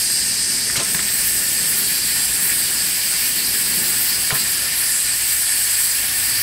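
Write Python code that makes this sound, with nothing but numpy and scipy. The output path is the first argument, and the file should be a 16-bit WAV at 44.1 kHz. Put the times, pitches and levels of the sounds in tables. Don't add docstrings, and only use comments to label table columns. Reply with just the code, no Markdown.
import sys
import numpy as np
from scipy import signal
from scipy.fft import rfft, irfft
from scipy.io import wavfile
from scipy.ndimage import uniform_filter1d

SR = 44100
rng = np.random.default_rng(int(sys.argv[2]) if len(sys.argv) > 2 else 0)


def bounce(signal):
    frames = np.transpose(np.atleast_2d(signal))
    limited = np.clip(frames, -1, 1)
    pcm = np.round(limited * 32767).astype(np.int16)
    wavfile.write(sys.argv[1], SR, pcm)


N = 283122
TIME = np.arange(N) / SR
BINS = np.fft.rfftfreq(N, 1 / SR)

# t/s, level/dB
DRONE = [(0, -44), (1.2, -44), (1.9, -45.5), (2.2, -41), (3.1, -47), (4.5, -44), (5.1, -45), (5.8, -47),
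         (6.42, -39)]
# t/s, crack level/dB, splash level/dB, gurgle and ring level/dB,
# puff level/dB, time to clear the pipe/s, middle of the splash f/Hz
SLUGS = [(0.698, -17, -38, -49, -40, 0.0056, 2600), (0.7567, -15.5, -17.5, -34, -23, 0.021, 4230),
         (.793, -21, -21.5, -29, -35, 0.018, 3200), (.9455, -15.5, -20, -38, -23, 0.0042, 2300),
         (.992, -16.5, -32.5, -38, -35.5, 0.0059, 1700), (4.305, -11, -24.5, -28.5, -18, .021, 1970),
         (4.352, -20, -36, -35, -41, .005, 1500)]


def amp(db):
    return 10 ** (np.asarray(db) / 20)


def unit(x):
    return x / np.sqrt(np.mean(np.abs(x) ** 2) + 1e-20)


def read(points, hz):
    f, value = np.transpose(points)
    return np.interp(np.log(hz + 1), np.log(f + 1), value)


def follow(table, t):
    s, *columns = np.transpose(table)
    return [np.interp(t, s, column) for column in columns]


def bell(f, hz, width):
    return 1 / (1 + (2 * (f - hz) / width) ** 2)


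def waver(rate_hz):
    spectrum = rfft(rng.standard_normal(N))
    return unit(irfft(spectrum / (1 + (BINS / rate_hz) ** 4), N))


def patches(shape, count, size):
    over_time = uniform_filter1d(rng.standard_normal(shape), count, axis=0)
    return unit(uniform_filter1d(over_time, size, axis=1))


def jet(rush_db=-27.0, sizzle_db=-24.5, fizz_db=-29.5, patchy_db=1.13, flutter_db=.5, gust_db=1.0,
        tremble_db=0.2, rush_per_third=-.3, bright_per_third=0.55, fizz_per_spray=0.81, pipe_choke=1.0):
    # f/Hz, width/Hz
    pipe = [(1782, 220), (4790, 900), (8314, 1400), (13700, 950)]
    pipe_db = [-35.5, -27.5, -22.5, -33]
    # f/Hz, relative level/dB per Hz
    rush_colour = [(150, -17.5), (400, -15.5), (700, -12.5), (1200, -10), (1330, -11.5), (1500, -1.5),
                   (2400, 1.5), (3500, -4.5), (6000, -4), (7000, -9), (16000, -39)]
    sizzle_colour = [(6000, -32), (8000, -2), (9300, -2.5), (10100, 4.5), (11000, 4), (11900, 1.5),
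                     (12500, -1), (13600, -12), (16000, -24)]
    fizz_colour = [(9000, -30), (11500, -9), (12600, -2), (13800, -2), (14500, 0), (15200, 2.5), (15800, 0)]
    # t/s, level/dB against the usual
    fine_spray = [(0.0, -11), (0.82, -14), (0.88, 1), (1.06, -3.8), (1.12, 7), (1.62, 1), (1.78, 7),
                  (2.04, 0), (2.5, 6), (2.86, 2), (4.0, 8.5), (4.68, 1), (4.78, 7), (5.08, -4.5), (5.34, 7),
                  (5.52, -4.5), (5.58, 5), (6.4, 6)]
    # t/s, level/dB against the usual
    sizzle_curve = [(0, -1.0), (0.18, -5), (1.1, -4.5), (1.19, 0.8), (1.62, -1.2), (1.76, 1.5),
                    (2.02, -0.5), (2.5, 2.0), (2.7, -1), (3.3, -1), (3.7, 1), (4.05, -0.8), (4.18, -1),
                    (4.83, 2), (5.12, -2.3), (5.32, 0.6), (6.42, 1.5)]
    # t/s, level/dB against the usual
    second_curve = [(0, 2.2), (0.6, 0.5), (0.87, -3.7), (1.5, -2), (2.17, 1.5), (2.38, -3.5), (2.46, -2.5),
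                    (3.05, -0.2), (3.5, -0.5), (3.72, -2.2), (4.22, 0), (4.7, -0.7), (5.2, -2.5), (5.8, -1),
                    (6.12, -2.5), (6.42, 1.5)]
    # t/s, level/dB against the usual
    third_curve = [(0, 1.3), (0.6, 0.1), (1.25, 0), (1.45, 0.6), (1.95, -0.8), (2.28, 1), (2.45, -0.2),
                   (3.6, -1.4), (4.15, -0.6), (4.38, -1.5), (4.8, -3.5), (4.92, 2), (5.2, 0), (5.5, 0.9),
                   (5.92, 0.3), (6.07, -5), (6.2, 0), (6.42, -4.5)]
    wetting_s, wetting_spread_s = 1, 0.6
    dry_rush_db, dry_bright_db, dry_sharpening = -3, 14, .018
    first_per_sizzle, top_per_spray = 0.46, 0.43

    f = np.fft.rfftfreq(512, 1 / SR)
    t = (np.arange(N // 128 + 3) * 128 / SR)[:, None]
    curves = (fine_spray, sizzle_curve, second_curve, third_curve)
    spray, sizzle, second, third = (follow(curve, t)[0] for curve in curves)
    choke = choking(t)
    dryness = .5 - .5 * np.tanh((t - wetting_s) / wetting_spread_s)

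    def flutter(count):
        return patches((len(t), 1), count=count, size=1)

    rush = rush_db + dry_rush_db * dryness + rush_per_third * third + tremble_db * flutter(count=30)
    bright = dry_bright_db * dryness + bright_per_third * third
    tilt = bright * read([(3500, 0.0076), (5800, 0.51)], f)
    power = (unit(amp(read(rush_colour, f))) * amp(rush + tilt)) ** 2

    fizz = fizz_per_spray * spray + fizz_db
    for colour, level in ((sizzle_colour, sizzle + sizzle_db), (fizz_colour, fizz)):
        power += (unit(amp(read(colour, f))) * amp(level)) ** 2

    swells = (first_per_sizzle * sizzle, second, third, top_per_spray * spray)
    for (hz, width), db, swell in zip(pipe, pipe_db, swells):
        level = db + swell + pipe_choke * np.minimum(choke, 0) + flutter_db * flutter(count=14)
        resonance = bell(f, hz * (1 + dry_sharpening * dryness), width)
        power += (unit(resonance) * amp(level)) ** 2

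    gusts = gust_db * flutter(count=17) * read([(8500, 0), (11000, .7), (13000, 1.5)], f)
    power *= amp(gusts + choke * read([(7500, 0), (10500, 1)], f)) ** 2

    eddies = rng.standard_normal(power.shape) + 1j * rng.standard_normal(power.shape)
    field = eddies * np.sqrt(power) * amp(patchy_db * patches(power.shape, count=12, size=12))
    hiss = signal.istft(field.T, nperseg=512, noverlap=384)[1][:N]
    return unit(hiss) * np.sqrt(power.mean())


def fire(roar_db=-0.5, flicker_db=1.4, rumble_db=-2):
    # f/Hz, relative level/dB per Hz
    roar_colour = [(60, -30), (110, -15), (150, 0), (195, 2.5), (240, -1), (300, -5.5), (380, -3.5),
                   (460, -8.5), (530, -11.5), (900, -15), (2500, -62)]
    rumble_colour = [(12, -22), (25, -13), (40, -3), (62, 7.5), (78, -4.5), (100, 8), (122, -9.5),
                     (150, -25), (220, -15), (265, 1), (330, -10), (1000, -48)]
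    # t/s, level/dB
    roar_curve = [(0, -42.5), (0.45, -42.1), (0.65, -37), (1.25, -39.5), (1.7, -38), (1.95, -41.9),
                  (2.42, -42), (2.62, -39), (3.1, -44.5), (3.5, -41.5), (3.8, -31.5), (4.05, -42),
                  (4.6, -44), (5.8, -54), (6.42, -47)]

    def draught(colour):
        return unit(irfft(rfft(rng.standard_normal(N)) * amp(read(colour, BINS)), N))

    roar = draught(roar_colour)
    rumble = draught(rumble_colour)
    surge = follow(roar_curve, TIME)[0] + flicker_db * waver(4.3)
    return roar * amp(surge + roar_db) + rumble * amp(follow(DRONE, TIME)[0] + rumble_db)


def hum(unsteady_db=3, drift=0.99):
    # f/Hz, level/dB against the drone
    hum_tones = [(59.3, -8), (119.7, -7)]
    total = 0
    for hz, db in hum_tones:
        swell = amp(unsteady_db * waver(6.4))
        tone = np.sin(2 * np.pi * hz * TIME + drift * waver(2.1))
        total = total + amp(db) * unit(swell * tone)
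    return total * amp(follow(DRONE, TIME)[0])


def choking(t):
    choke_db_per_s, flare_db = 252, 5.5
    flare_lengths, flare_s = 2.3, .012
    strongest_db = max(slug[4] for slug in SLUGS)
    change = 0
    for s, _, _, _, puff_db, length, _ in SLUGS:
        dip = np.exp(-((t - s - length) / length) ** 2)
        flare = np.exp(-((t - s - flare_lengths * length) / flare_s) ** 2)
        change = change - choke_db_per_s * length * dip
        change = change + flare_db * amp(puff_db - strongest_db) * flare
    return change


def burst(shape, low_hz, high_hz):
    edges = np.clip([low_hz, high_hz], 50, SR / 2.5)
    band = signal.butter(2, edges, "band", fs=SR, output="sos")
    noise = signal.sosfilt(band, rng.standard_normal(len(shape)) * shape)
    return unit(noise) * np.sqrt(np.mean(shape ** 2)) / shape.max()


def add(mix, s, sound):
    part = mix[round(s * SR):][:len(sound)]
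    part += sound[:len(part)]


def spits(splash_sharpness=2.0, ring_rise_s=0.0035):
    # f/Hz, level/dB against the gurgle, t60/s
    ring_modes = [(446, -2, 0.13), (663, 1.5, 0.09), (1043, 2.5, .11), (1325, -1.5, 0.23)]
    crack_hz, crack_width_hz, crack_rise_s, crack_decay_s = 1810, 690, 0.0001, 0.0029
    splash_spread = 2.4
    splash_peak_share = 0.58
    gurgle_low_hz, gurgle_high_hz, gurgle_lengths = 306, 1300, 0.56
    puff_hz, puff_sag_hz_per_s, puff_decay_s = 171, 1650, 0.013

    out, t = np.zeros(N), np.arange(SR // 4) / SR

    def strike(rise, decay):
        return (1 - np.exp(-t / rise)) * np.exp(-t / decay)

    def hump(peak_s):
        return t / peak_s * np.exp(-t / peak_s)

    for s, crack_db, splash_db, gurgle_db, puff_db, length, splash_hz in SLUGS:
        crack_shape = strike(crack_rise_s, crack_decay_s)
        crack = burst(crack_shape, crack_hz - crack_width_hz / 2, crack_hz + crack_width_hz / 2)
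        splash_shape = hump(splash_peak_share * length) ** splash_sharpness
        splash = burst(splash_shape, splash_hz / splash_spread, splash_hz * splash_spread)
        gurgle = burst(hump(gurgle_lengths * length), gurgle_low_hz, gurgle_high_hz)
        add(out, s, amp(crack_db) * crack + amp(splash_db) * splash + amp(gurgle_db) * gurgle)

        pitch_hz = puff_hz - puff_sag_hz_per_s * length
        puff = np.sin(2 * np.pi * pitch_hz * t) * np.exp(-t / puff_decay_s)
        ring = 0
        for hz, db, t60 in ring_modes:
            mode = np.sin(2 * np.pi * (hz * t + rng.random()))
            ring = ring + amp(db) * mode * strike(ring_rise_s, t60 / np.log(1000))
        add(out, s + length, amp(puff_db) * puff + amp(gurgle_db) * ring)
    return out


def scatter(first_s, fade_s, count):
    taps = np.zeros(N)
    delay = first_s + fade_s * rng.exponential(1, count)
    taps[(delay * SR).astype(int) % N] = rng.choice([-1., 1.], count)
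    return rfft(taps) / np.sqrt(count)


def yard(x, dull_hz=10000, ripple_width_hz=45, clutter=0.25):
    # delay/ms, signed strength below the dulling
    echoes = [(7.433, 0.067), (7.765, -0.048), (7.876, 0.062), (9.388, -0.084), (11.138, -0.027),
              (13.256, 0.13), (13.593, -0.00066)]
    # f/Hz, level/dB of each bell alone
    ripple = [(1561, -7.5), (1647, 1), (1733, -6.5), (1809, 3.5), (1895, -10), (2121, -9), (2272, -0.5),
              (2369, -6.5), (2562, -13), (4050, 4.5), (4134, -3), (4253, -0.5), (4468, 7), (4533, -0.5),
              (4608, 1), (4662, -5.5), (5319, -3.5), (5383, 5.5), (7321, -3), (7515, 7.5), (8170, 1),
              (8613, -11.5), (10077, -1)]
    near = sum(gain * np.exp(-2j * np.pi * BINS * ms / 1000) for ms, gain in echoes)
    reflections = near + clutter * scatter(.004, .016, count=200)
    response = 1 + reflections / (1 + (BINS / dull_hz) ** 8)
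    colour = amp(sum(db * bell(BINS, hz, ripple_width_hz) for hz, db in ripple))
    return irfft(rfft(x) * response * colour, N)


def ports(x):
    # f/Hz, width/Hz, strength, phase/radians
    port_modes = [(1830, 53, 0.93, -0.5), (8530, 90, 0.31, -0.018)]
    # f/Hz, level/dB against the direct sound
    diffuse_colour = [(30, -40), (100, -29), (400, -19), (800, -14), (1100, -16), (1950, -11), (2850, -24),
                      (3700, -17), (4300, -23), (6500, -28), (8000, -23), (9200, -18), (10300, -34),
                      (15000, -36)]
    direct = 0
    for hz, width, strength, phase in port_modes:
        direct = direct + strength * np.exp(1j * phase) / (1 + 2j * (BINS - hz) / width)
    diffuse = amp(read(diffuse_colour, BINS)) * scatter(.002, .02, count=300)
    side = irfft(rfft(x) * (direct + diffuse), N)
    return np.array([x + side, x - side])


def scene(steam_db=-0.12):
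    outlet = amp(steam_db) * jet() + spits()
    return ports(yard(outlet) + fire() + hum())


def record(dry):
    edge_hz = 15760
    lowpass = signal.firwin(1023, edge_hz, window=("kaiser", 8), fs=SR)
    return signal.oaconvolve(dry, lowpass[None], "same")


dry = scene()
out = record(dry)
bounce(out)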